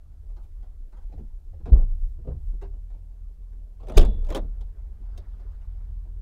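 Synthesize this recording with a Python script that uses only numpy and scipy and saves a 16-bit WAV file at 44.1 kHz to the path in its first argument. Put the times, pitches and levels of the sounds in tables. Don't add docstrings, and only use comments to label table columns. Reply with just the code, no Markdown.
import sys
import numpy as np
from scipy import signal
from scipy.io import wavfile
from scipy.ndimage import uniform_filter1d

SR = 44100
rng = np.random.default_rng(int(sys.argv[2]) if len(sys.argv) > 2 else 0)


def output_pcm(signal):
    pcm = np.clip(np.atleast_2d(signal).T, -1, 1) * 32767
    wavfile.write(sys.argv[1], SR, np.round(pcm).astype(np.int16))


def invert_db(x):
    u = np.asarray(x, float) / 20
    return 10 ** u


N = 273861

# frequency in Hz, density in dB per Hz.
RUMBLE_SPECTRUM = [(15, -5), (27, 5), (42, 6), (55, -7.5), (75, -18.5), (120, -69)]
DRONE_SPECTRUM = [(35, -7), (55, 5.5), (75, 4), (100, -13), (135, -19.5), (170, -24.5), (300, -79.5)]
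YARD_SPECTRUM = [(82, -12.5), (140, 2.5), (363, -7), (430, -4), (509, -15.5), (569, -7.5), (611, -11),
                 (843, -16.5), (943, -17), (4000, -40), (5200, -76), (8800, -120)]
HISS_SPECTRUM = [(880, -28), (1500, -4.5), (2500, -5.5), (4400, -5.5), (13500, -8.5), (16000, -14)]
SEAL_SPECTRUM = [(300, -29.5), (600, 1), (900, 1), (1500, -3.5), (2500, -16), (5000, -19), (9000, -50)]
HISS_DB, DRONE_DB, YARD_DB = -81.2, -53, -68

# time in seconds, level in dB, pitch in Hz.
CABIN_AIR = [(0, -49, 33.46), (.28, -36.5, 33.05), (.46, -36.5, 25.94), (.7, -39.5, 31.48),
             (1.26, -36.5, 27), (1.48, -40, 26), (1.7, -39.5, 25.76), (2.101, -29.5, 27.96),
             (2.19, -43.5, 27.68), (2.3, -36, 28.7), (2.481, -26, 33.88), (2.6, -35, 38.54), (3.2, -38, 40),
             (3.9, -37.5, 39.95), (4.26, -27, 29), (4.5, -32, 38.52), (4.78, -36.5, 41.05),
             (6.21, -35.5, 41)]
# multiple of the cabin pitch, level in dB.
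ENGINE_ORDERS = [(2, -14), (4.5, -31)]
ENGINE_START_S = 2.01
# start in seconds, level in dB, t60 in seconds.
SHAKES = [(0.049, -48, 3.5), (1.13, -35.5, 0.6), (1.49, -38, 4.9), (1.64, -31, 0.3), (1.73, -28, 0.82),
          (2.27, -30, 0.78), (2.45, -45, 1.26), (3.9, -37.5, .6), (3.975, -20.5, .7), (4.2, -41.5, 2.7),
          (4.77, -46.5, 1.26), (5.11, -48.5, 1.86), (5.45, -46, 2.7), (5.801, -43.5, 3.5)]
WAKE_DB, WAKE_T60_S = -60.5, 5.73

# time in seconds, level in dB.
SEAL_CREEP = [
    (4.599, -83),
    (4.814, -85.5),
    (5.103, -66.5),
    (5.258, -68),
    (5.832, -70.5),
    (6.102, -79.5),
    (6.21, -80),
]

# lowest mode in Hz, highest mode in Hz, t60 in seconds, share of the rattle length.
FLOORPAN = (110, 270, .11, 1.1)
PANEL = (292.7, 645, 0.069, 1.02)
SKIN = (645, 1720, 0.049, 1.1)
LATCH = (1720, 5600, 0.013, 1)
FIZZ = (5760, 15800, 0.015, 0.56)
MODE_COUNTS = (6, 10, 24, 60, 60)
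LEANS_DB = (0, 1, -8, 6, -5)
DULL_SHARE_DB = (1.5, -0.5, -7, -21.5, -33)
SHARP_SHARE_DB = (-8, 0, -7, -17.5, -20.5)
DULL_TILT = (-0.76, 0, 1.35, 2.1, 3)
SHARP_TILT = (-0.9, -0.5, 0.55, 2.5, 3)
TICK_T60_S, KNOCK_T60_S, CLACK_T60_S = 0.18, 0.13, 0.079

# start in seconds, strength in dB, hardness in dB.
TICKS = [(.243, -73, 0), (.296, -70.5, 6), (.363, -61, 4.5), (.429, -75, 9.5), (.626, -63.5, 5),
         (.923, -62, 4.5), (.968, -63.5, 6), (1.019, -72.5, 6.5), (1.899, -66.5, 3), (2.659, -71, -2),
         (2.731, -62, 1), (2.9, -66, 4.5), (2.939, -64, 2.5), (3.519, -75, 7), (3.66, -72, 0.5),
         (4.868, -71, -4), (5.393, -62.5, 4), (5.519, -75.5, 8), (5.613, -69, 6.5), (6.05, -63.5, 1.5)]
# start in seconds, strength in dB, hardness in dB.
KNOCKS = [(1.093, -61.5, .1), (1.123, -52, 1), (1.177, -54, 1), (1.193, -52.5, -7), (1.239, -64, -3),
          (1.533, -57.5, -1.5), (1.599, -54.5, -5), (1.658, -43.5, 1), (1.675, -43, -2.5), (1.699, -54, -8),
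          (2.185, -56, -8), (2.244, -51.5, -5), (2.528, -55.5, -6.5), (2.614, -55.5, 5.5),
          (2.625, -51, 3.5), (3.8, -58, 3), (3.829, -51, 1), (4.41, -47.5, -5), (4.429, -48.5, -5)]
# start in seconds, strength in dB, hardness in dB,
# first gap in seconds, loss per rock in dB.
ROCKS = [
    (1.722, -35.5, -4.5, 0.028, 5.5),
    (2.273, -38.5, -7, .035, 9.5),
    (4.075, -42, -7.5, .028, 4),
]
GAP_GROWTH, HARDENING_DB = 1.2, 1.4

# frequency in Hz, level in dB, t60 in seconds.
BOX_MODES = [(394, 7, 0.19), (664, -19, 0.41), (860, -24, 0.099), (990, -28, 0.14)]
BOX_S, BOX_DB = 2.622, -44.5
# frequency in Hz, level in dB, t60 in seconds.
ROD_MODES = [(2799, -4, .42), (3257, -8, .3), (3408, 0, .6), (3472, -5, .7), (3655, -8, .5),
             (3763, -8, .45), (3892, -5, .42), (4134, -10, .25)]
SLAM_S, ROD_DB, ROD_HELD_S = 3.977, -50.5, 0.339

# start in seconds, panel, skin, latch and fizz levels in dB,
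# t60 in seconds.
STRIKER_SLIDE = (3.940, -37, -42, -53, -63, .4)
# start in seconds, strength in dB, hardness in dB.
CLACKS = [(3.871, -46.5, -1), (3.885, -43, 0), (3.898, -37, -0.4), (3.92, -39, -2), (3.972, -15.5, 1.5),
          (3.979, -20, 3), (3.993, -37, 0.5), (4.011, -29.5, 1), (4.028, -31, -1.5), (4.05, -47.5, 4),
          (4.226, -55, -5), (4.247, -57.5, 3), (4.268, -52, 1), (4.288, -42.5, -0.5), (4.303, -35, 0.5),
          (4.324, -37.5, 0.5), (4.349, -28.5, 1.5), (4.359, -39, 2.2), (4.368, -32, 0.2),
          (4.378, -34, -3.5), (4.389, -54, -2), (4.61, -57, 2.5), (5.177, -52.5, 4)]
PAWL_HZ, PAWL_WIDTH_HZ, PAWL_DB = 3390, 780, 2.5

# frequency in Hz, peak level in dB,
# t60 in seconds, rise in seconds, early pitch lift as a share.
THUMPS = [
    (1.7198, [(19.5, -19, .75, .025, 2.0), (28.7, -8, .96, .006, 1.56), (51.4, 2.5, .2, .012, .12), (58.2, -19, .49, .003, 1.9)]),
    (3.9665, [(26.8, -15, 1.2, .04, .64), (20, 7.3, .25, .026, 1.79), (41.2, -2.7, .43, .04, 1.2), (46.7, -5.4, .36, .002, -.4)]),
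]


def read(points, hz):
    f, value = np.transpose(points)
    return np.interp(np.log(hz + 1), np.log(f + 1), value)


def add(mix, start_s, sound):
    part = mix[round(start_s * SR):][:len(sound)]
    part += sound[:len(part)]


def noise(spectrum, patchy_db, size):
    hz = np.fft.rfftfreq(size, 1 / SR)
    frames = 4 * N // size + 5
    real, imag, patches = rng.standard_normal((frames, len(hz), 3)).T
    patches = uniform_filter1d(uniform_filter1d(patches, size=8, axis=0), size=8, axis=1)
    level_db = read(spectrum, hz)[:, None] + patchy_db * patches / patches.std()
    z = (real + 1j * imag) * invert_db(level_db)
    x = signal.istft(z, nperseg=size, noverlap=3 * size // 4)[1][:N]
    return x / x.std()


def ring(modes, t):
    hz, db, t60_s = np.transpose(modes)[:, :, None]
    return (invert_db(db - 60 * t / t60_s) * np.sin(2 * np.pi * hz * t)).sum(0)


def hiss():
    return invert_db(HISS_DB) * noise(HISS_SPECTRUM, 0.4, size=1024)


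def yard(t):
    wake = invert_db(WAKE_DB - 60 * abs(t - SLAM_S) / WAKE_T60_S) * (t > SLAM_S)
    return (invert_db(YARD_DB) + wake) * noise(YARD_SPECTRUM, 2.8, size=1024)


def shell_drone(t):
    shudder = np.zeros(N)
    for start_s, db, t60_s in SHAKES:
        rise = np.clip((t - start_s) / 0.015, 0, 1)
        shudder += invert_db(db - 60 * abs(t - start_s) / t60_s) * rise
    return (invert_db(DRONE_DB) + shudder) * noise(DRONE_SPECTRUM, 0.5, size=4096)


def cabin_rumble(t):
    time_s, level_db, pitch_hz = np.transpose(CABIN_AIR)
    level_db = np.interp(t, time_s, level_db)
    cycles = np.cumsum(np.interp(t, time_s, pitch_hz)) / SR
    hum = np.sqrt(2) * np.sin(2 * np.pi * cycles)
    orders = sum(invert_db(db) * np.sin(2 * np.pi * k * cycles) for k, db in ENGINE_ORDERS)
    running = np.clip((t - ENGINE_START_S) / 0.3, 0, 1)
    rumble = (0.55 + 0.38 * running) * hum + running * orders
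    rumble += (0.85 - 0.3 * running) * noise(RUMBLE_SPECTRUM, 0, size=8192)
    return invert_db(level_db) * rumble


def seal_rustle(t):
    time_s, db = np.transpose(SEAL_CREEP)
    return invert_db(np.interp(t, time_s, db - 2.5, left=-120)) * noise(SEAL_SPECTRUM, 3.5, size=512)


def struck_part(lo_hz, hi_hz, tilt_db, t60_s, count):
    t = np.arange(int(1.2 * t60_s * SR)) / SR
    place, size, life, side = rng.random((4, count, 1))
    place = (np.arange(count)[:, None] + place) / count
    db = tilt_db * place + 8 * size - 60 * t / (t60_s * (0.59 + 0.67 * life))
    hz = lo_hz * (hi_hz / lo_hz) ** place
    modes = np.sign(side - 0.5) * invert_db(db) * np.sin(2 * np.pi * hz * t)
    return modes.sum(0) * (1 - np.exp(-t * lo_hz / 0.18))


def blow(levels_db, t60_s, rise_s):
    t = np.arange(SR // 4) / SR
    grit = rng.standard_normal(len(t)) * invert_db(3.4 * rng.exponential(1, len(t)))
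    grit *= 1 - np.exp(-t / rise_s)
    tilts_db = np.clip(1.5 * np.gradient(levels_db), -14, 6) + LEANS_DB
    parts = (FLOORPAN, PANEL, SKIN, LATCH, FIZZ)
    out = np.zeros(len(t))
    for part, count, db, tilt_db in zip(parts, MODE_COUNTS, levels_db, tilts_db):
        lo_hz, hi_hz, ring_s, share = part
        drive = grit * invert_db(-60 * t / (share * t60_s))
        response = struck_part(lo_hz, hi_hz, tilt_db, ring_s, count)
        sound = signal.fftconvolve(drive, response)[:len(t)]
        peak_rms = np.sqrt(uniform_filter1d(sound ** 2, size=300).max())
        out += invert_db(db) * sound / peak_rms
    return out * signal.windows.tukey(2 * len(t), 0.3)[len(t):]


def dull_blows(mix, rows, t60_s):
    for start_s, db, hard_db in rows:
        levels_db = db + np.add(DULL_SHARE_DB, hard_db * np.array(DULL_TILT))
        add(mix, start_s - 0.003, blow(levels_db, t60_s, rise_s=0.0046))


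def rocking(start_s, db, hard_db, gap_s, loss_db):
    k = np.arange(4)
    times_s = start_s + gap_s * (GAP_GROWTH ** k - 1) / (GAP_GROWTH - 1)
    return np.transpose([times_s, db - loss_db * k, hard_db + HARDENING_DB * k])


def box_ring(t):
    return invert_db(BOX_DB) * ring(BOX_MODES, t) * (1 - np.exp(-t / 0.0017))


def rod_ring(t):
    held = np.clip((ROD_HELD_S - t) / 0.054, 0, 1)
    return invert_db(ROD_DB) * ring(ROD_MODES, t) * np.clip(t / 0.048, 0, 1) * held


def striker_slide(mix):
    start_s, *levels_db, t60_s = STRIKER_SLIDE
    floorpan_db = levels_db[0] + 9.0
    add(mix, start_s, blow([floorpan_db, *levels_db], t60_s, rise_s=0.02))


def latch_clacks():
    clacks = np.zeros(N)
    for start_s, db, hard_db in CLACKS:
        levels_db = db + np.add(SHARP_SHARE_DB, hard_db * np.array(SHARP_TILT))
        add(clacks, start_s - 0.002, blow(levels_db, CLACK_T60_S, rise_s=0.00058))
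    b, a = signal.iirpeak(PAWL_HZ, PAWL_HZ / PAWL_WIDTH_HZ, SR)
    return clacks + invert_db(PAWL_DB) * signal.lfilter(b, a, clacks)


def thump(modes):
    t = np.arange(SR) / SR
    early_s = 0.012 * (1 - np.exp(-t / 0.012))
    out = np.zeros(SR)
    for hz, db, t60_s, rise_s, lift in modes:
        envelope = invert_db(db - 60 * t / t60_s) * (1 - np.exp(-t / rise_s))
        out -= envelope * np.sin(2 * np.pi * hz * (t + lift * early_s))
    return out


def scene():
    t, ring_t = np.arange(N) / SR, np.arange(SR // 2) / SR
    mix = hiss() + yard(t) + shell_drone(t) + cabin_rumble(t) + seal_rustle(t)
    dull_blows(mix, TICKS, TICK_T60_S)
    dull_blows(mix, KNOCKS, KNOCK_T60_S)
    for row in ROCKS:
        dull_blows(mix, rocking(*row), KNOCK_T60_S)
    add(mix, BOX_S, box_ring(ring_t))
    add(mix, SLAM_S, rod_ring(ring_t))
    striker_slide(mix)
    mix += latch_clacks()
    for start_s, modes in THUMPS:
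        add(mix, start_s, thump(modes))
    return mix[None]


def low_pass(x):
    return signal.sosfilt(signal.butter(12, 16230, fs=SR, output="sos"), x)


def record(dry):
    edge = signal.firwin(255, 15900, window=("kaiser", 8), fs=SR)
    rounded = np.tanh(dry / 0.95)
    return low_pass(signal.oaconvolve(rounded, edge[None], "same"))


dry = scene()
out = record(dry)
output_pcm(out)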